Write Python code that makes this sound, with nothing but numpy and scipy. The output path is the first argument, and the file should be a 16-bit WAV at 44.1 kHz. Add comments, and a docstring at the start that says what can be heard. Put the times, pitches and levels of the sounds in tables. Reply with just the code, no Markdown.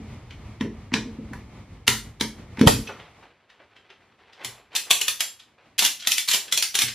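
"""Ratchet strap in a plywood trailer

Close up, a loaded steel buckle snaps and thumps the floor, then lets go with a boom. Webbing rasps
through, loose hooks tap, and the pawl clatters over the teeth as the strap is cranked tight again,
all in short, boxy echoes over a low rumble. The boom overloads the microphone and trips its wind
filter; the gain ducks after the hardest blows."""
import sys
import numpy as np
from scipy import signal
from scipy.fft import rfft, irfft
from scipy.io import wavfile
from scipy.ndimage import uniform_filter1d

SR = 44100
rng = np.random.default_rng(int(sys.argv[2]) if len(sys.argv) > 2 else 0)


def store_wav(level_fs):
    """Save 16-bit WAV to argv[1]."""
    pcm = np.round(np.clip(np.atleast_2d(level_fs), -1, 1) * 32767)
    wavfile.write(sys.argv[1], SR, pcm.T.astype(np.int16))


N = 306054
HIT_SAMPLES = 16384
LEAD_S = 0.011  # the rising hiss just before each steel hit

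# pawl dropping over a tooth: t/s, level/dB, relative clunk/dB, relative rattle/dB, knock f/Hz
PAWL_DROPS = [(4.4468,-17,-29.5,-20,3180), (4.7515,-17,-27.5,-31,2700), (4.7616,-9,-41,-3,3540),
              (4.906,-6.5,-21.5,-28.5,3450), (4.9112,2,-38,-18,3620), (5.0131,-9,-33.5,-16,2880),
              (5.0812,-7,-31.5,-17.5,3030), (5.2053,-8,-33,-18.5,3080), (5.7911,-4,-36,-8.5,3060),
              (5.8232,-12,-20,-9,3660), (5.8302,-12,-39,3,3730), (5.8492,-4,-39,-5.5,3230),
              (6.0718,-5.5,-31.5,-21,3430), (6.1178,-6,-46,-8,2920), (6.1809,-7.5,-41.5,-10.5,2630),
              (6.2871,-8.5,-33,-6.5,4340), (6.3131,-7,-44,-8,3800), (6.3351,-9.5,-43,-7,3080),
              (6.344,-8,-28.5,-1.5,3100), (6.5241,-6,-34,-19.5,3270), (6.575,-6.5,-36.5,-11,3400),
              (6.625,-6.5,-36.5,-23,3200), (6.7525,-7,-32.5,-10.5,3500), (6.789,-6.5,-33,-12,3500),
              (6.8186,-6.5,-34.5,-8,3160)]
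# buckle slipping under load: t/s, level/dB, relative bright edge/dB, knock f/Hz
BUCKLE_SLIPS = [(0.6095,-22,-40,3460), (0.9183,-41,-54,2020), (0.9387,-7.5,-39.5,2600),
                (1.3335,-36.5,-25.5,1530), (1.8787,1,-25,2700), (1.8815,-9.5,-23.5,3480),
                (2.2092,-10,-26.5,3650), (2.572,-36.5,-33.5,2620), (2.593,-23,-33,2600),
                (2.613,-10.5,-33.5,1522), (2.6731,1.5,-22.5,3140), (2.6795,-0.5,-22.5,1930)]
# strap jerking the floor anchor: t/s, peak level/dB, gain of the deep modes/dB
ANCHOR_JERKS = [(0.0,-30.5,-20), (0.608,-16.5,-5), (0.652,-25,-16), (0.921,-21,-20), (0.937,-14.5,-9),
                (1.059,-27,-8), (1.186,-25,-11.5), (1.31,-29.5,5), (1.878,-21,7.5), (2.209,-21,-3),
                (2.583,-24.5,-9), (2.611,0.5,-9.5), (2.668,-14,6.5), (2.722,-14.5,9.5), (2.787,-22.5,-14),
                (4.449,-31.5,19), (6.832,-24,16)]
# loose hooks touching the hardware, and a few dull flaps of the strap: t/s, level/dB, hardness/dB
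HOOK_TOUCHES = [(0.308,-29,1), (2.8726,-26,7.5), (2.894,-36.5,-30.5), (2.9998,-32,-15.5),
                (3.2291,-45,-19.5), (3.501,-38,-1), (3.6013,-44,-19.5), (3.7648,-36,-2.5), (3.903,-33,-5),
                (4.332,-36.5,4), (4.733,-36,4), (5.3982,-34,11.5), (6,-29.5,19.5), (6.0242,-25,11),
                (6.05,-23,8), (6.481,-27,4), (6.883,-17.5,13.5)]
# tugs on the webbing: fastest moment t/s, run-up/s, level/dB
WEBBING_TUGS = [(2.911,0.037,-53), (3.061,0.21,-55.5), (3.234,.012,-52), (3.309,.03,-65), (3.52,.03,-61),
                (3.61,0.032,-59.5), (3.73,0.036,-63), (3.865,0.029,-57.5), (3.94,0.029,-64),
                (4.019,.05,-65.5), (4.209,0.032,-54), (4.338,.11,-59), (4.436,0.073,-42), (4.6,0.23,-55),
                (4.746,0.04,-43.5), (4.894,0.037,-46), (5.299,.2,-65), (5.59,.015,-56), (5.662,0.024,-66.5),
                (6.49,0.074,-54)]

# ring of the steel handle, frame and pawl: f/Hz, level/dB, t60/s
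STEEL_MODES = [(850, -22.5, .17), (2050, -6.5, 0.17), (2680, -6.5, .15), (3060, -5, .17), (3120, -8.5, .15),
               (3460, -1, .15), (4070, -15, .12), (4300, -4, .17), (5600, -5.5, .13), (5800, -8.5, .24),
               (6000, -9.5, .12), (7450, -4.5, 0.27), (7260, -2, 0.14), (8900, -8.5, .16), (9630, -4, .1),
               (10950, 0.5, 0.068)]
# ring of the floor boards: f/Hz, level/dB, t60/s
FLOOR_MODES = [(50.3, -22.5, 1), (93.5, -10, 0.14), (120, -9.5, 0.29), (178.3, -6.5, 0.18),
               (220.9, -3.5, 0.37), (242.4, 5, 0.11), (274.6, -5, 0.11), (296, -3.5, 0.14),
               (348, -16.5, 0.17), (461, -15, 0.3), (530, -24, .2)]
# ring of a free hook: f/Hz, level/dB, t60/s
HOOK_MODES = [(2580, -32, 0.077), (5250, -66, 0.46), (5930, -38.5, 0.065)]

# bright tone of the pawl's contact: f/Hz, level/dB
PAWL_TONE = [(120, -6.5), (300, -9), (690, -9), (960, -6.5), (1500, -11.5), (2400, -3), (3400, 0),
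             (4800, -6), (6000, -8), (7300, -9.5), (8600, -13.5), (11000, -9), (12000, -15.5),
             (14500, -18.5)]
# hard tone of the taut buckle's contact: f/Hz, level/dB
BUCKLE_TONE = [(150, -37), (420, 1), (660, -18.5), (920, -2), (1230, -8), (2030, 3.5), (2650, 3), (3500, 4),
               (4600, 0), (5600, -3), (8000, -10), (10400, -8), (14000, -19)]
# duller tone of a loose hook's contact: f/Hz, level/dB
HOOK_TONE = [(120, 3), (380, 18), (900, 10), (1700, 12), (3200, 15), (5000, -4.5), (8000, -25),
             (14000, -40)]
# rasp of the weave on steel: f/Hz, level/dB
WEAVE_TONE = [(120, -10.5), (380, 7), (700, 5), (1500, 1.5), (2600, 0), (4200, -9), (7000, -26),
              (14000, -43.5)]
# tone of the stereo side signal in the trailer: f/Hz, level/dB
SIDE_TONE = [(100, -29.5), (250, -15.5), (500, -5), (1000, -5.5), (2000, -7.5), (4000, 2.5), (8000, 13),
             (13000, 14)]
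# background rumble and hiss: f/Hz, level/dB
RUMBLE_TONE = [(20, -13.5), (45, 2.5), (107, 4.5), (150, -4.5), (222, -5), (330, -13), (600, -18.5),
               (1190, -20), (1560, -26.5), (2200, -21.5), (2710, -28.5), (3260, -29.5), (6000, -40),
               (14000, -57)]
# rise and fall of the background: t/s, level/dB
RUMBLE_LEVEL = [(0, -41), (1.8, -44.5), (2.5, -45.5), (2.9, -38.5), (3.3, -58.5), (5.6, -55), (6.94, -55)]


def pawl_clacks(climb_db=-1, rebound_db=1, knock_db=1):
    """The pawl climbs a tooth and drops; a looser handle scrapes more before and chatters more after."""
    track = np.zeros((2, N))
    for start_s, level_db, clunk_db, rattle_db, knock_hz in PAWL_DROPS:
        hit = steel_hit(PAWL_TONE, crack_t60=0.032, ring_db=-34, clunk_db=clunk_db, body_db=-19,
                        edge_db=-22, hiss_db=rattle_db + climb_db, hiss_rise_s=0.013,
                        chatter_db=rattle_db + rebound_db)
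        hit *= undb(level_db)
        clack = trailer(hit, wet_db=-0.13, side_db=-13) + knock(hit, knock_hz, knock_db)
        add(track, start_s - LEAD_S, clack)
    return track


def buckle_snaps(clunk_db=-28, clunk_slope=0.54, knock_db=11):
    """A faint rising hiss, then a snap, its ring damped by tension; weaker slips are more dull clunk."""
    track = np.zeros((2, N))
    for start_s, level_db, edge_db, knock_hz in BUCKLE_SLIPS:
        hit = steel_hit(BUCKLE_TONE, crack_t60=0.022, ring_db=-41,
                        clunk_db=clunk_db - clunk_slope * level_db, body_db=-20, edge_db=edge_db,
                        hiss_db=-17.5, hiss_rise_s=0.0062, chatter_db=-21)
        hit *= undb(level_db)
        snap = trailer(hit, wet_db=0.5, side_db=-11) + knock(hit, knock_hz, knock_db)
        add(track, start_s - LEAD_S, snap)
    return track


def steel_hit(tone, crack_t60, ring_db, clunk_db, body_db, edge_db, hiss_db, hiss_rise_s, chatter_db):
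    """Steel on steel: a brief rising hiss, a crack, a chatter of tiny rebounds and the buckle's ring."""
    t = seconds(HIT_SAMPLES)
    lead, attack = int(LEAD_S * SR), int(0.02 * SR)
    crack, hiss, grains = rng.standard_normal((3, HIT_SAMPLES))
    hz, mode_db, t60 = np.transpose(STEEL_MODES)[:, :, None]
    # grip and point of contact change from blow to blow, and with them the modes
    detune, grip, phase = rng.standard_normal((3, len(hz), 1))
    decays = undb(mode_db + ring_db + 4 * grip) * fade(t, t60)
    ring = np.sum(decays * np.sin(2 * np.pi * (hz * (1 + 0.009 * detune) * t + phase)), axis=0)
    rebounds = unit(grains ** 5)  # sparse spikes
    force = crack * fade(t, crack_t60) + undb(chatter_db) * rebounds * fade(t, t60=0.075)
    lead_in = undb(hiss_db) * hiss[:lead] * np.exp(-t[:lead][::-1] / hiss_rise_s)
    hit = colour(np.r_[lead_in, force], tone) + np.r_[np.zeros(lead), ring]
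    clunk = cut(hit, 1400, "low", order=4)
    body = cut(hit, [1400, 6500], "band", order=4)
    edge = cut(hit, 6500, "high", order=4)
    # balance the three bands by their strength in the attack
    return sum(undb(db) * band / np.std(band[lead:lead + attack])
               for band, db in [(clunk, clunk_db), (body, body_db), (edge, edge_db)])


def knock(hit, hz, gain_db, width=0.042):
    """The contact favours one damped resonance, which the flat steel beams at the microphone."""
    return undb(gain_db) * cut(hit, hz * np.exp([-width, width]), "band", order=1)


def release_boom(jolt_s=2.668, jolt_hz=145, jolt_db=7, slam_s=2.673, slam_db=-4):
    """The freed load jolts the box in one dead, heavy swing, then slams it with a wide bang."""
    track, t = np.zeros((2, N)), seconds(HIT_SAMPLES)
    add(track, jolt_s, undb(jolt_db) * np.sin(2 * np.pi * jolt_hz * t) * fade(t, t60=0.037))
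    slam = noise_burst(band_hz=[420, 1000], t60=0.083)
    spread = noise_burst(band_hz=[420, 1000], t60=0.16)
    add(track, slam_s, undb(slam_db) * stereo(slam, spread))
    return track


def floor_thumps(contact_s=0.0015, deep_hz=150, thud_db=-11, swell_s=0.003):
    """Each jerk of the strap gives the floor boards a short push, and they thud and ring."""
    track, t = np.zeros(N), seconds(HIT_SAMPLES)
    push = np.sin(np.pi * np.minimum(t / contact_s, 1))
    swell = 1 - np.exp(-t / swell_s)  # the bending wave spreads over the boards
    for start_s, peak_db, deep_db in ANCHOR_JERKS:
        boards = ringing([(hz, db + deep_db * (hz < deep_hz), t60) for hz, db, t60 in FLOOR_MODES])
        thud = undb(thud_db) * noise_burst(band_hz=[170, 480], t60=0.36)
        thump = convolve((boards + thud) * swell, push)
        add(track, start_s, thump * undb(peak_db) / np.abs(thump).max())
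    return track


def hook_taps(clunk_db=-30, edge_db=-33):
    """Light touches of slack hardware and dull flaps of the strap; a harder contact trades clunk for edge."""
    track = np.zeros((2, N))
    for start_s, level_db, hard_db in HOOK_TOUCHES:
        hit = steel_hit(HOOK_TONE, crack_t60=0.025, ring_db=-45.5,
                        clunk_db=clunk_db - hard_db, body_db=-20, edge_db=edge_db + hard_db,
                        hiss_db=-6, hiss_rise_s=0.0055, chatter_db=-8)
        add(track, start_s - LEAD_S, trailer(undb(level_db) * hit, wet_db=1, side_db=-14))
    return track


def hook_ping(start_s=2.875):
    """The swinging hook touches its shackle and rings freely."""
    track = np.zeros(N)
    add(track, start_s, ringing(HOOK_MODES))
    return track


def webbing(hold_from_s=2.9, hold_db=-66.5, stop_t60=0.27, grain_db=3, catch_db=2):
    """The weave rasps over steel in tiny slips; each tug speeds it up, then it slides to rest."""
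    t = seconds(N)
    speed = undb(hold_db) * (t > hold_from_s)  # the hand keeps a light pull on the strap
    for fastest_s, run_up_s, level_db in WEBBING_TUGS:
        run_up = np.clip(1 + (t - fastest_s) / run_up_s, 0, 1)
        speed += undb(level_db) * run_up * fade(np.maximum(t - fastest_s, 0), stop_t60)
    slips = rng.standard_normal(N) * undb(grain_db * wander(rate_hz=450) + catch_db * wander(rate_hz=35))
    return unit(colour(slips, WEAVE_TONE)) * speed


def trailer(x, wet_db, side_db):
    """Direct sound and the box around it, in stereo; each call draws its own echoes."""
    mid = x + undb(wet_db) * convolve(x, wall_echoes())
    # the floor just below the buckle scatters sound sideways within 3 ms
    bounce = rng.standard_normal(128) / np.sqrt(128)
    side = undb(wet_db) * convolve(x, wall_echoes()) + undb(0.5) * convolve(x, bounce)
    return stereo(mid, undb(side_db) * colour(side, SIDE_TONE))


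def wall_echoes(build_s=0.003, split_hz=2000, low_t60=0.25, high_t60=0.29):
    """Dense reflections from near plywood walls; the treble hangs on a little longer."""
    t, noise = seconds(HIT_SAMPLES), rng.standard_normal(HIT_SAMPLES)
    low = cut(noise, split_hz, "low", order=1)
    tail = low * fade(t, low_t60) + (noise - low) * fade(t, high_t60)
    tail *= 1 - np.exp(-(t / build_s) ** 2)
    return tail / np.sqrt(np.sum(tail ** 2))


def rumble(waver_db=3, side_db=-5):
    """A bed of wavering low rumble with a faint hiss."""
    mid, side = (unit(colour(rng.standard_normal(N), RUMBLE_TONE)) for _ in range(2))
    side = undb(side_db) * colour(side, SIDE_TONE)
    level_db = np.interp(seconds(N), *np.transpose(RUMBLE_LEVEL))
    return stereo(mid, side) * undb(level_db - waver_db * wander(rate_hz=15))


def seconds(samples):
    """Time axis."""
    return np.arange(samples) / SR


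def undb(db):
    """Decibels to gain."""
    return 10 ** (np.asarray(db) / 20)


def unit(x):
    """Scale to rms 1."""
    return x / np.sqrt(np.mean(x ** 2))


def stereo(mid, side):
    """Mid and side to left and right."""
    return np.array([mid + side, mid - side])


def fade(t, t60):
    """Exponential decay by 60 dB in t60."""
    return np.exp(-np.log(1000) * t / t60)


def ringing(modes):
    """Struck modes as decaying sines."""
    t = seconds(HIT_SAMPLES)
    return sum(undb(db) * np.sin(2 * np.pi * hz * t) * fade(t, t60) for hz, db, t60 in modes)


def noise_burst(band_hz, t60):
    """A band of noise that dies away."""
    noise = cut(rng.standard_normal(HIT_SAMPLES), band_hz, "band")
    return unit(noise) * fade(seconds(HIT_SAMPLES), t60)


def wander(rate_hz, points=4096):
    """Random drift with a spread near 1."""
    return np.interp(seconds(N) * rate_hz, np.arange(points), rng.standard_normal(points))


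def convolve(x, response):
    """Apply an impulse response, keeping the length."""
    return signal.fftconvolve(x, response)[:len(x)]


def colour(x, tone, size=4096):
    """Minimum-phase EQ from rows of f/Hz, level/dB, joined on a log-frequency axis."""
    tone_hz, tone_db = np.transpose(tone)
    hz = np.maximum(np.fft.rfftfreq(size, 1 / SR), 1)
    gain = undb(np.interp(np.log(hz), np.log(tone_hz), tone_db))
    cepstrum = irfft(np.log(gain))
    cepstrum[1:size // 2] *= 2
    cepstrum[size // 2 + 1:] = 0
    return convolve(x, irfft(np.exp(rfft(cepstrum))))


def cut(x, hz, kind, order=2):
    """Butterworth filter."""
    return signal.sosfilt(signal.butter(order, hz, kind, fs=SR, output="sos"), x)


def add(track, start_s, sound):
    """Mix a sound in at a time."""
    start = int(round(start_s * SR))
    track[..., start:start + sound.shape[-1]] += sound[..., :N - start]


def scene():
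    """Buckle, hooks, webbing and floor in the trailer, over the rumble."""
    hardware = buckle_snaps() + pawl_clacks() + hook_taps()
    strap = trailer(webbing() + hook_ping(), wet_db=-5.5, side_db=-28)
    floor = trailer(floor_thumps(), wet_db=-3.5, side_db=-9.5)
    return hardware + strap + floor + release_boom() + rumble()


def microphone_port(x, low_cut_hz=38, peak_hz=12740, notch_hz=12980, lift=1.5):
    """No deep bass, and a narrow cavity resonance with a null just above it."""
    x = cut(x, low_cut_hz, "high", order=4)
    x = x + lift * signal.lfilter(*signal.iirpeak(peak_hz, Q=45, fs=SR), x)
    return signal.lfilter(*signal.iirnotch(notch_hz, Q=40, fs=SR), x)


def wind_filter(x, bass_hz=300, threshold=0.35, lag_s=0.22, corner_hz=420):
    """Heavy bass counts as wind: a moment later a low cut switches in and stays."""
    t = seconds(N)
    heavy = np.abs(cut(x.mean(axis=0), bass_hz, "low")) > threshold
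    tripped = np.maximum.accumulate(heavy).astype(float)
    engaged = uniform_filter1d(np.interp(t - lag_s, t, tripped), size=1024)
    return x + engaged * (cut(x, corner_hz, "high", order=1) - x)


def ducking(x, threshold_db=-12, lag_s=0.0017, fall_db_per_s=70, depth=0.45):
    """The gain dips just after a loud blow and creeps back as the held overshoot falls."""
    t = seconds(N)
    power = uniform_filter1d(np.mean(x ** 2, axis=0), size=128)
    over_db = np.maximum(10 * np.log10(np.maximum(power, 1e-12)) - threshold_db, 0)
    held_db = np.maximum.accumulate(over_db + fall_db_per_s * t) - fall_db_per_s * t
    return x * undb(-depth * np.interp(t - lag_s, t, held_db))


def record(dry, top_hz=15100):
    """Microphone port, wind filter, ducking, soft overload on the hardest blows and a steep top cut."""
    x = ducking(wind_filter(microphone_port(dry)))
    rounded = x / (1 + x ** 6) ** (1 / 6)
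    return signal.sosfilt(signal.ellip(8, 0.2, 70, top_hz, fs=SR, output="sos"), rounded)


dry = scene()
out = record(dry)
store_wav(out)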